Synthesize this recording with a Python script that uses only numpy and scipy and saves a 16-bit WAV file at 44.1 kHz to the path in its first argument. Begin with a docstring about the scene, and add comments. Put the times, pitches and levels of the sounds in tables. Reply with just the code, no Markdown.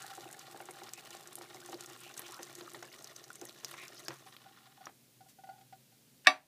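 """Water pours from a cup onto a small wheel and splashes into a narrow steel basin, close by.
The stream patters, fizzes and spits, trapped bubbles ring, and heavy gulps slap the thin floor.
As the pour thins out, the last drips make the steel ping. Then one hard knock rings the basin
and ducks the gain. The room hums faintly underneath."""
import sys
import numpy as np
from scipy import signal
from scipy.fft import rfft, irfft, next_fast_len
from scipy.io import wavfile
from scipy.ndimage import uniform_filter1d, minimum_filter1d, map_coordinates

SR = 44100
rng = np.random.default_rng(int(sys.argv[2]) if len(sys.argv) > 2 else 0)


def to_wav(sig):
    """Store sig (one row per channel, or 1-D mono) as 16-bit WAV at the path in sys.argv[1].

    Samples outside -1..1 are clipped; the rate is SR.
    """
    pcm = np.clip(np.atleast_2d(sig), -1, 1) * 32767
    pcm = np.round(pcm).astype(np.int16)
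    wavfile.write(sys.argv[1], SR, pcm.T)  # frames by channels


N = 285327
TIME = np.arange(N) / SR
AGE = TIME[:SR // 3]  # seconds into a one-shot
THIN_S, DRAINED_S, STOP_S = 4.1, 4.9, 5  # the stream starts to thin, has run off the floor, stops

# bright resonances of the basin's floor: f/Hz, width/Hz, level/dB
FLOOR_MODES = [(778.5, 41, 3.5), (855, 49, -4.5), (1450, 48, -10.5)]


def amp(db):
    """Decibels to gain."""
    return 10 ** (np.asarray(db) / 20)


def unit(x):
    """Scale to rms 1."""
    return x / np.sqrt(np.mean(x ** 2) + 1e-20)


def fade(t60, t=AGE):
    """An exponential decay, 60 dB down after t60 seconds."""
    return np.exp(-np.log(1000) * t / t60)


def add(track, s, sound):
    """Mix a sound into a track at time s."""
    part = track[max(round(s * SR), 0):][:len(sound)]
    part += sound[:len(part)]


def filtered(x, response):
    """Pass x through a frequency response."""
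    size = next_fast_len(len(x) + 8192)
    return irfft(rfft(x, size) * response(np.fft.rfftfreq(size, 1 / SR)), size)[:len(x)]


def shape(points):
    """An EQ curve through (f/Hz, level/dB) points on a log axis."""
    f, db = np.transpose(points)
    return lambda hz: amp(np.interp(np.log(hz + 1), np.log(f), db))


def resonances(modes):
    """A bank of (f/Hz, width/Hz, level/dB) resonators of alternating polarity."""
    return lambda f: sum((-1) ** k * amp(db) * 1j * f * width / (hz * hz - f * f + 1j * f * width)
                         for k, (hz, width, db) in enumerate(modes))


def hump(centre_hz, octaves):
    """A bell-shaped band around a centre."""
    return lambda hz: np.exp(-.5 * (np.log2((hz + 1) / centre_hz) / octaves) ** 2)


def noise(response, size=len(AGE)):
    """Coloured noise of rms 1."""
    return unit(filtered(rng.standard_normal(size), response))


def ring(hz, t60):
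    """One decaying mode."""
    return np.sin(2 * np.pi * hz * AGE) * fade(t60)


def struck(modes):
    """(f/Hz, level/dB, t60/s) modes set ringing together in alternating polarity."""
    return sum((-1) ** k * amp(db) * ring(hz, t60) for k, (hz, db, t60) in enumerate(modes))


def wobble(rate):
    """A smooth random curve, rate knots a second."""
    return map_coordinates(rng.standard_normal(int(N * rate / SR) + 4), [TIME * rate])


def patter(rate, spread_db, t60, wash):
    """Random impacts of uneven size, each a tiny burst, over a wash of countless smaller ones."""
    hits = (rng.random(N) < rate / SR) * amp(spread_db * np.minimum(rng.standard_normal(N), 2))
    power = np.abs(signal.fftconvolve(hits ** 2, fade(t60) ** 2)[:N])
    return unit(np.sqrt(power / power.mean() + wash ** 2) * rng.standard_normal(N))


def flow_db(s=TIME, even_pour_db=-59.5):
    """Strength of the stream against an even pour."""
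    # the pour as the cup tips: t/s, level/dB
    pour = [(0.0, -53.5), (0.42, -58.5), (1.48, -59.5), (2.32, -56.5), (2.83, -62.5), (3.4, -63.5),
            (3.68, -57.5), (3.91, -60.5), (4.25, -62), (4.4, -64), (4.75, -67.5), (4.89, -69), (5.0, -88)]
    return np.interp(s, *np.transpose(pour)) - even_pour_db


def fullness():
    """1 for a full stream, falling to 0 as it thins to a thread."""
    return np.interp(TIME, [THIN_S, STOP_S], [1, 0])


def cover_db(s=TIME, db_per_s=3.5):
    """Water mutes the floor's bright notes: it gathers under a full stream and runs off as it thins."""
    return -db_per_s * s * np.interp(s, [THIN_S, DRAINED_S], [1, 0])


def stream():
    """Lumps of water drum on the floor, splash on the walls, fizz and throw spray, riding the flow."""
    # the wet basin's low, wall and high resonances: f/Hz, width/Hz, level/dB
    low_modes = [(138.4, 19, 1), (232, 29, -22), (333, 58, -1), (431, 35, 0.5), (510, 83, -6),
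                 (656, 82, -1)]
    wall_modes = [(1070, 84, -1.5), (1232, 70, 0), (1395, 45, 1), (1710, 126, -2.5), (1875, 69, -9.5)]
    high_modes = [(1875, 180, -3), (2410, 87, 2.5), (2934, 220, -4.5), (3513, 76, 7), (3885, 200, -2),
                  (4390, 140, 2.5)]
    # tone of the splashing drops and of the fine spray: f/Hz, level/dB
    splash_eq = [(250, -27), (500, -10), (1000, -4.5), (2000, 3), (4000, 1), (5500, 1.5), (9000, -34.5)]
    spray_eq = [(2000, -5), (4000, 1), (5200, -1), (6200, 0), (7500, 2), (9000, -0.5), (11000, -3.5),
                (15500, -6.5)]
    flow = flow_db()
    lumps = wobble(45)
    thumps = patter(rate=130, spread_db=5, t60=0.023, wash=0.49) * amp(1.7 * lumps)
    drops = patter(rate=150, spread_db=1, t60=0.016, wash=0.56) * amp(3.1 * lumps)
    mist = patter(rate=150, spread_db=5, t60=0.011, wash=0.64) * amp(2.0 * lumps)
    slosh = amp(-64.5 + 0.28 * flow) * unit(filtered(thumps, resonances(low_modes)))
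    splash = amp(-64 + 0.7 * flow) * unit(filtered(drops, resonances(wall_modes)))
    sparkle = filtered(drops, resonances(high_modes)) + 0.43 * filtered(drops, shape(splash_eq))
    fizz = amp(-62.5 + 0.77 * flow) * unit(sparkle)
    spray = amp(-61.5 + 0.96 * flow) * unit(filtered(mist, shape(spray_eq)))
    drumming = amp(-59.5 + 0.65 * flow + cover_db()) * unit(filtered(thumps, resonances(FLOOR_MODES)))
    return (TIME < DRAINED_S) * (splash + fizz + drumming) + fullness() ** 2 * (slosh + spray)


def hollow_note():
    """The basin sings one hollow note under the pour, strongest when it is part filled."""
    # the hollow resonance: f/Hz, width/Hz, level/dB
    mode = [(351.4, 10, 0)]
    # its swells: t/s, level/dB
    swells = [(0.0, -74.5), (1.66, -61), (2.42, -65), (2.71, -59), (3.03, -72.5), (3.88, -68.5), (4.8, -83)]
    envelope = fullness() * amp(np.interp(TIME, *np.transpose(swells)))
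    return envelope * noise(resonances(mode), size=N)


def room():
    """Room tone: steady hiss and a low hum."""
    # colour of the room tone: f/Hz, level/dB
    room_eq = [(15, -50.5), (25, -40), (91, -32.5), (122, -1.5), (147, -6.5), (173, -8.5), (209, -8),
               (239, -4.5), (266, -8.5), (358, -12.5), (521, -16.5), (967, -23.5), (1110, -25),
               (3910, -20.5), (15400, -23)]
    return amp(-65) * noise(shape(room_eq), size=N) + amp(-74.5) * noise(hump(127, octaves=.13), size=N)


def bubble(hz, rise, t60, t=AGE):
    """A trapped air bubble rings, bending up in pitch as it dies."""
    return np.sin(2 * np.pi * hz * t * (1 + rise * t / t60)) * fade(t60, t)


def bubbles(count, pitch_hz, spread, cycles, rise, from_s, base_db=-60, sizes_db=12):
    """Bubbles of scattered pitch and size ring in the splash; a stronger flow makes them louder."""
    out = np.zeros(N)
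    for when, tone, size in rng.random((count, 3)):
        start = np.interp(when, [0, 1], [from_s, THIN_S])
        hz = pitch_hz * np.exp(spread * np.arctanh(1.98 * (tone - .5)))  # clustered round pitch_hz
        t60 = cycles / hz
        gain = amp(base_db + .4 * flow_db(start) + sizes_db * size)
        add(out, start, gain * bubble(hz, rise, t60, AGE[:round(t60 * SR)]))
    return out


def froths():
    """Sheets of water froth on the wall: clouds of like-sized bubbles swell and die in a narrow band."""
    # bubble clouds: middle t/s, level/dB, centre f/Hz, width/s
    clouds = [(.04, -56, 1440, .04), (.135, -53, 1440, .007), (.985, -53.5, 2400, 0.011),
              (1.13, -57.5, 2820, 0.0088), (2.059, -57.5, 2700, 0.04), (2.255, -54.5, 2790, 0.013),
              (2.35, -55, 1130, .028), (3.824, -53, 2230, 0.034), (3.977, -54.5, 5100, 0.0097),
              (4.061, -54, 4760, 0.0057), (4.28, -66, 9900, 0.018)]
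    out = np.zeros(N)
    for s, db, hz, width in clouds:
        swell = np.exp(-.5 * ((AGE - AGE.mean()) / width) ** 2)
        cloud = amp(db) * swell * noise(hump(hz, octaves=0.23))
        start = s - AGE.mean()
        add(out, start, cloud[start + AGE >= 0])
    return out


def tick(hz, echo_db=-11):
    """A sharp droplet click with a short tail of echoes between the walls."""
    snap = ring(hz, 5 / hz) + .5 * ring(11300, 0.0018)
    echo = noise(hump(hz, octaves=0.34)) * (fade(0.01) + amp(-9) * fade(0.05))
    return snap + amp(echo_db) * echo


def droplets(count=44, spit_db=-39, scatter_db=3.5, spit_hz=6500, scatter_octaves=0.33):
    """Loud droplets click among lesser ones that spit at random while the stream is full."""
    # droplets that burst or hit hard: t/s, level/dB, f/Hz
    accents = [(0.3272, -33.5, 7710), (0.708, -31.5, 8400), (0.9343, -24, 6700), (1.3541, -27.5, 9400),
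               (1.3853, -34, 8500), (1.6596, -33.5, 7650), (1.7427, -33.5, 4620), (1.807, -30, 6660),
               (1.8594, -32.5, 7200), (2.177, -26, 7000), (2.1929, -27.5, 11100), (2.4296, -26.5, 6100),
               (2.5518, -31, 7150), (2.6092, -33.5, 3660), (2.7472, -34, 3600), (2.827, -33.5, 5750),
               (3.043, -30, 6240), (3.0716, -35, 4100), (3.1625, -33.5, 5800), (3.4131, -32.5, 6360),
               (3.452, -31.5, 9100), (3.493, -37, 3370), (3.6456, -21, 5470), (3.714, -37, 3450),
               (4.0819, -22.5, 5370), (4.3646, -35.5, 3520), (4.8554, -37, 5640)]
    out = np.zeros(N)
    times = (np.arange(count) + rng.random(count)) * THIN_S / count
    for s, (size, tone) in zip(times, np.clip(rng.standard_normal((count, 2)), -2, 2)):
        add(out, s, amp(spit_db + scatter_db * size) * tick(spit_hz * 2 ** (scatter_octaves * tone)))
    for s, db, hz in accents:
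        add(out, s + 0.0012, amp(db - 1) * tick(hz))
    return out


def slaps():
    """A gulp smacks the thin floor; bending waves carry the highs first, so the boom comes late."""
    # gulps landing: t/s, weight level/dB, smack level/dB
    gulps = [(0.178, -47.5, -62), (0.254, -51, -64), (0.544, -49, -56), (0.602, -48, -44),
             (0.686, -50, -42), (0.817, -49.5, -52), (0.884, -67, -46), (1.38, -49.5, -62),
             (1.411, -52, -47), (1.544, -49.5, -55), (1.687, -46.5, -62), (1.728, -40.5, -51),
             (1.9, -53.5, -66), (2.193, -54, -43), (2.39, -45.5, -42), (2.608, -46.5, -46),
             (2.745, -48, -43), (2.825, -49, -40.5), (3.414, -43, -47), (3.633, -55, -52),
             (3.739, -59, -41), (4.082, -44, -38), (4.105, -54.5, -36.5), (4.868, -56.5, -42.5)]
    out = np.zeros(N)
    for s, weight_db, smack_db in gulps:
        detune = np.exp(0.018 * rng.standard_normal(2))
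        splat = noise(hump(1030, octaves=1)) * (fade(0.015) + amp(-9.5) * fade(0.17))
        smack = ring(1600 * detune[0], 0.0015) + 0.32 * splat
        glide_hz = 380 + 620 * fade(0.049) + 900 * fade(0.0049)
        bend = np.sin(2 * np.pi * np.cumsum(glide_hz) / SR) * fade(0.037)
        bright = bend + 1.13 * ring(778 * detune[0], 0.066)
        boom = ring(352 * detune[1], 0.12) + 0.5 * noise(hump(453, octaves=0.71)) * fade(0.16)
        add(out, s + .001, amp(smack_db + 7) * smack)
        add(out, s + 0.00115, amp(weight_db + 5 + cover_db(s)) * bright)
        add(out, s + 0.00399, amp(weight_db + 2.5) * boom * (1 - fade(0.025)))
    add(out, 4.086, amp(-49.5) * ring(134.5, 0.37))  # one heavy gulp shakes the whole basin
    return out


def foam(centre_hz=6150, db=-69, starts_s=0.96, built_s=2.7, gone_s=4.5):
    """Tiny bubbles burst in flurries; the foam builds as the basin fills and dies as the pour thins."""
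    amount = np.interp(TIME, [starts_s, built_s, THIN_S, gone_s], [0, 1, 1, 0])
    pops = patter(rate=70, spread_db=4, t60=.014, wash=.3)
    return amp(db) * amount * unit(filtered(pops, hump(centre_hz, octaves=.14)))


def plinks():
    """Single drops each trap one bubble that plinks."""
    # plinking drops: t/s, level/dB, f/Hz
    drops = [(2.678, -39, 1260), (2.747, -41, 1850), (3.162, -40.5, 6100), (3.304, -37, 1430),
             (4.856, -43.5, 5600), (4.87, -39.5, 1260)]
    out = np.zeros(N)
    for s, db, hz in drops:
        add(out, s, amp(db) * bubble(hz, rise=0.032, t60=0.024))
    return out


def drips(t60=0.089):
    """Soft drips ping the steel floor, each with a faint splat; a brief swish comes between them."""
    # the last drips: t/s, ping level/dB, splat level/dB
    last_drips = [(4.262, -50, -54), (4.459, -45.5, -61), (4.664, -54, -56), (4.807, -45.5, -61),
                  (4.838, -55, -56.5), (5.206, -49, -62.5), (5.259, -54.5, -73), (5.386, -49.5, -66),
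                  (5.436, -42, -58), (5.47, -49, -61), (5.489, -37.5, -58.5), (5.529, -51.5, -70),
                  (5.579, -55.5, -62), (5.609, -55.5, -59), (5.725, -44.5, -56), (5.919, -62, -66)]
    # the floor's modes under a drip: f/Hz, level/dB
    ping_modes = [(767, 1), (671, -10.5), (1455, -12), (2030, -24), (4570, -24)]
    out = np.zeros(N)
    for s, ping_db, splat_db in last_drips:
        ping = sum(amp(db + rng.standard_normal()) * ring(hz * (1 + rng.normal(0, 0.007)), t60)
                   for hz, db in ping_modes)
        splat = noise(hump(2200, octaves=1)) * fade(0.062)
        add(out, s, (amp(ping_db + 0.5) * ping + amp(splat_db) * splat) * (1 - fade(0.025)))
    swish = noise(hump(5000, octaves=1.8)) * fade(.16) * (1 - fade(0.036))
    add(out, 5.283, amp(-54.5) * swish)
    ring_on = noise(resonances(FLOOR_MODES)) * fade(0.47) * (1 - fade(.2))
    add(out, 5.47, amp(-54.5) * ring_on)  # a quick run of drips keeps the floor ringing
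    return out


def knock(blow_s=6.2702):
    """A light graze, then a hard blow: a crack and a clack, the basin's modes and their dense clang."""
    # modes of the basin, and the short clack of what strikes it: f/Hz, level/dB, t60/s
    basin_modes = [(278, -39, .21), (355, -41, .17), (624, -29, .18), (741, -23, .16), (772, -36, .19),
                   (1027, -44, .2), (1157, -19, .13), (1200, -32, .1), (1403, -42, .17), (1704, -40, .14),
                   (1830, -22, .08), (1896, -29, .08), (2256, -16, .09), (2646, -20, .07), (2695, -24, .1),
                   (2820, -30, .07), (3305, -34, .14), (3631, -22, .08), (3918, -26, .11), (4493, -30, .07),
                   (4642, -30, .135), (5168, -28, .07), (5642, -35, .08), (5967, -36, .15),
                   (7237, -53, .18), (8608, -54, .18), (10335, -47, .08)]
    clack_modes = [(1704, -10, 0.029), (1858, -11, 0.044), (2600, -14, .02), (3300, -32, .018),
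                   (3630, -25.5, 0.033), (4310, -26.5, .02), (6940, -32.5, 0.014), (9560, -35.5, 0.019)]
    # tone of the contact crack: f/Hz, level/dB
    crack_eq = [(300, -28), (1000, -4), (2400, 6.5), (4000, -5), (6000, -2), (6600, -31), (7400, -7),
                (10000, -23), (15500, -38)]
    out = np.zeros(N)
    touch = noise(hump(2200, octaves=.9)) * fade(0.067)
    graze = noise(hump(1600, octaves=0.58)) * fade(.1) * (1 - fade(0.076))
    crack = amp(-16) * noise(shape(crack_eq)) * fade(0.03)
    blow = struck(basin_modes) - struck(clack_modes) + crack + amp(-28.5) * clang()
    add(out, 6.247, amp(-50) * touch)
    add(out, 6.259, amp(-29.5) * graze)
    add(out, blow_s, amp(6.5) * blow)
    return out


def clang():
    """The basin's crowd of weak modes blooms as the blow spreads; the low ones linger."""
    # tone of the crowded modes: f/Hz, level/dB
    clang_eq = [(100, -27), (260, -5), (480, -14), (700, 4), (1200, -0.5), (1800, 4.5), (2600, 0),
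                (3100, -11), (3800, -7), (6200, -18), (6600, -36.5), (7200, -28.5), (10000, -28),
                (15500, -42)]
    crowd = noise(shape(clang_eq)) * fade(0.2)
    low_tail = amp(-21) * noise(hump(750, octaves=0.43)) * fade(0.36)
    shimmer = amp(-22) * noise(hump(9000, octaves=.35)) * fade(0.18)
    return (crowd + low_tail + shimmer) * (1 - fade(0.01))


def scene():
    """Water, knock and room tone, mixed to mono."""
    sizzle = bubbles(count=90, pitch_hz=6170, spread=0.183, cycles=70, rise=0.036, from_s=1.5)
    gurgle = bubbles(count=110, pitch_hz=2004, spread=0.422, cycles=51, rise=.03, from_s=0)
    pour = stream() + hollow_note() + foam() + froths() + sizzle + gurgle
    impacts = plinks() + droplets() + slaps() + drips()
    return (pour + impacts + knock() + room())[None]


def record(dry, ceiling_db=-4, release_db_per_s=9, low_cut_hz=105, top_hz=15500):
    """The microphone drops the deep bass and the very top; gain ducks on a peak and recovers slowly."""
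    heard = signal.sosfilt(signal.butter(4, low_cut_hz, "high", fs=SR, output="sos"), dry[0])
    over_db = np.maximum(20 * np.log10(np.abs(heard) + 1e-9) - ceiling_db, 0)
    recovery_db = release_db_per_s * TIME
    duck_db = np.maximum.accumulate(over_db + recovery_db) - recovery_db
    gain = uniform_filter1d(minimum_filter1d(amp(-duck_db), size=64), size=64)  # smooth look-ahead
    self_noise = amp(-87.5) * noise(hump(80, octaves=1.2), size=N)
    return filtered(heard * gain + self_noise, lambda hz: hz < top_hz)[None]


dry = scene()
out = record(dry)
to_wav(out)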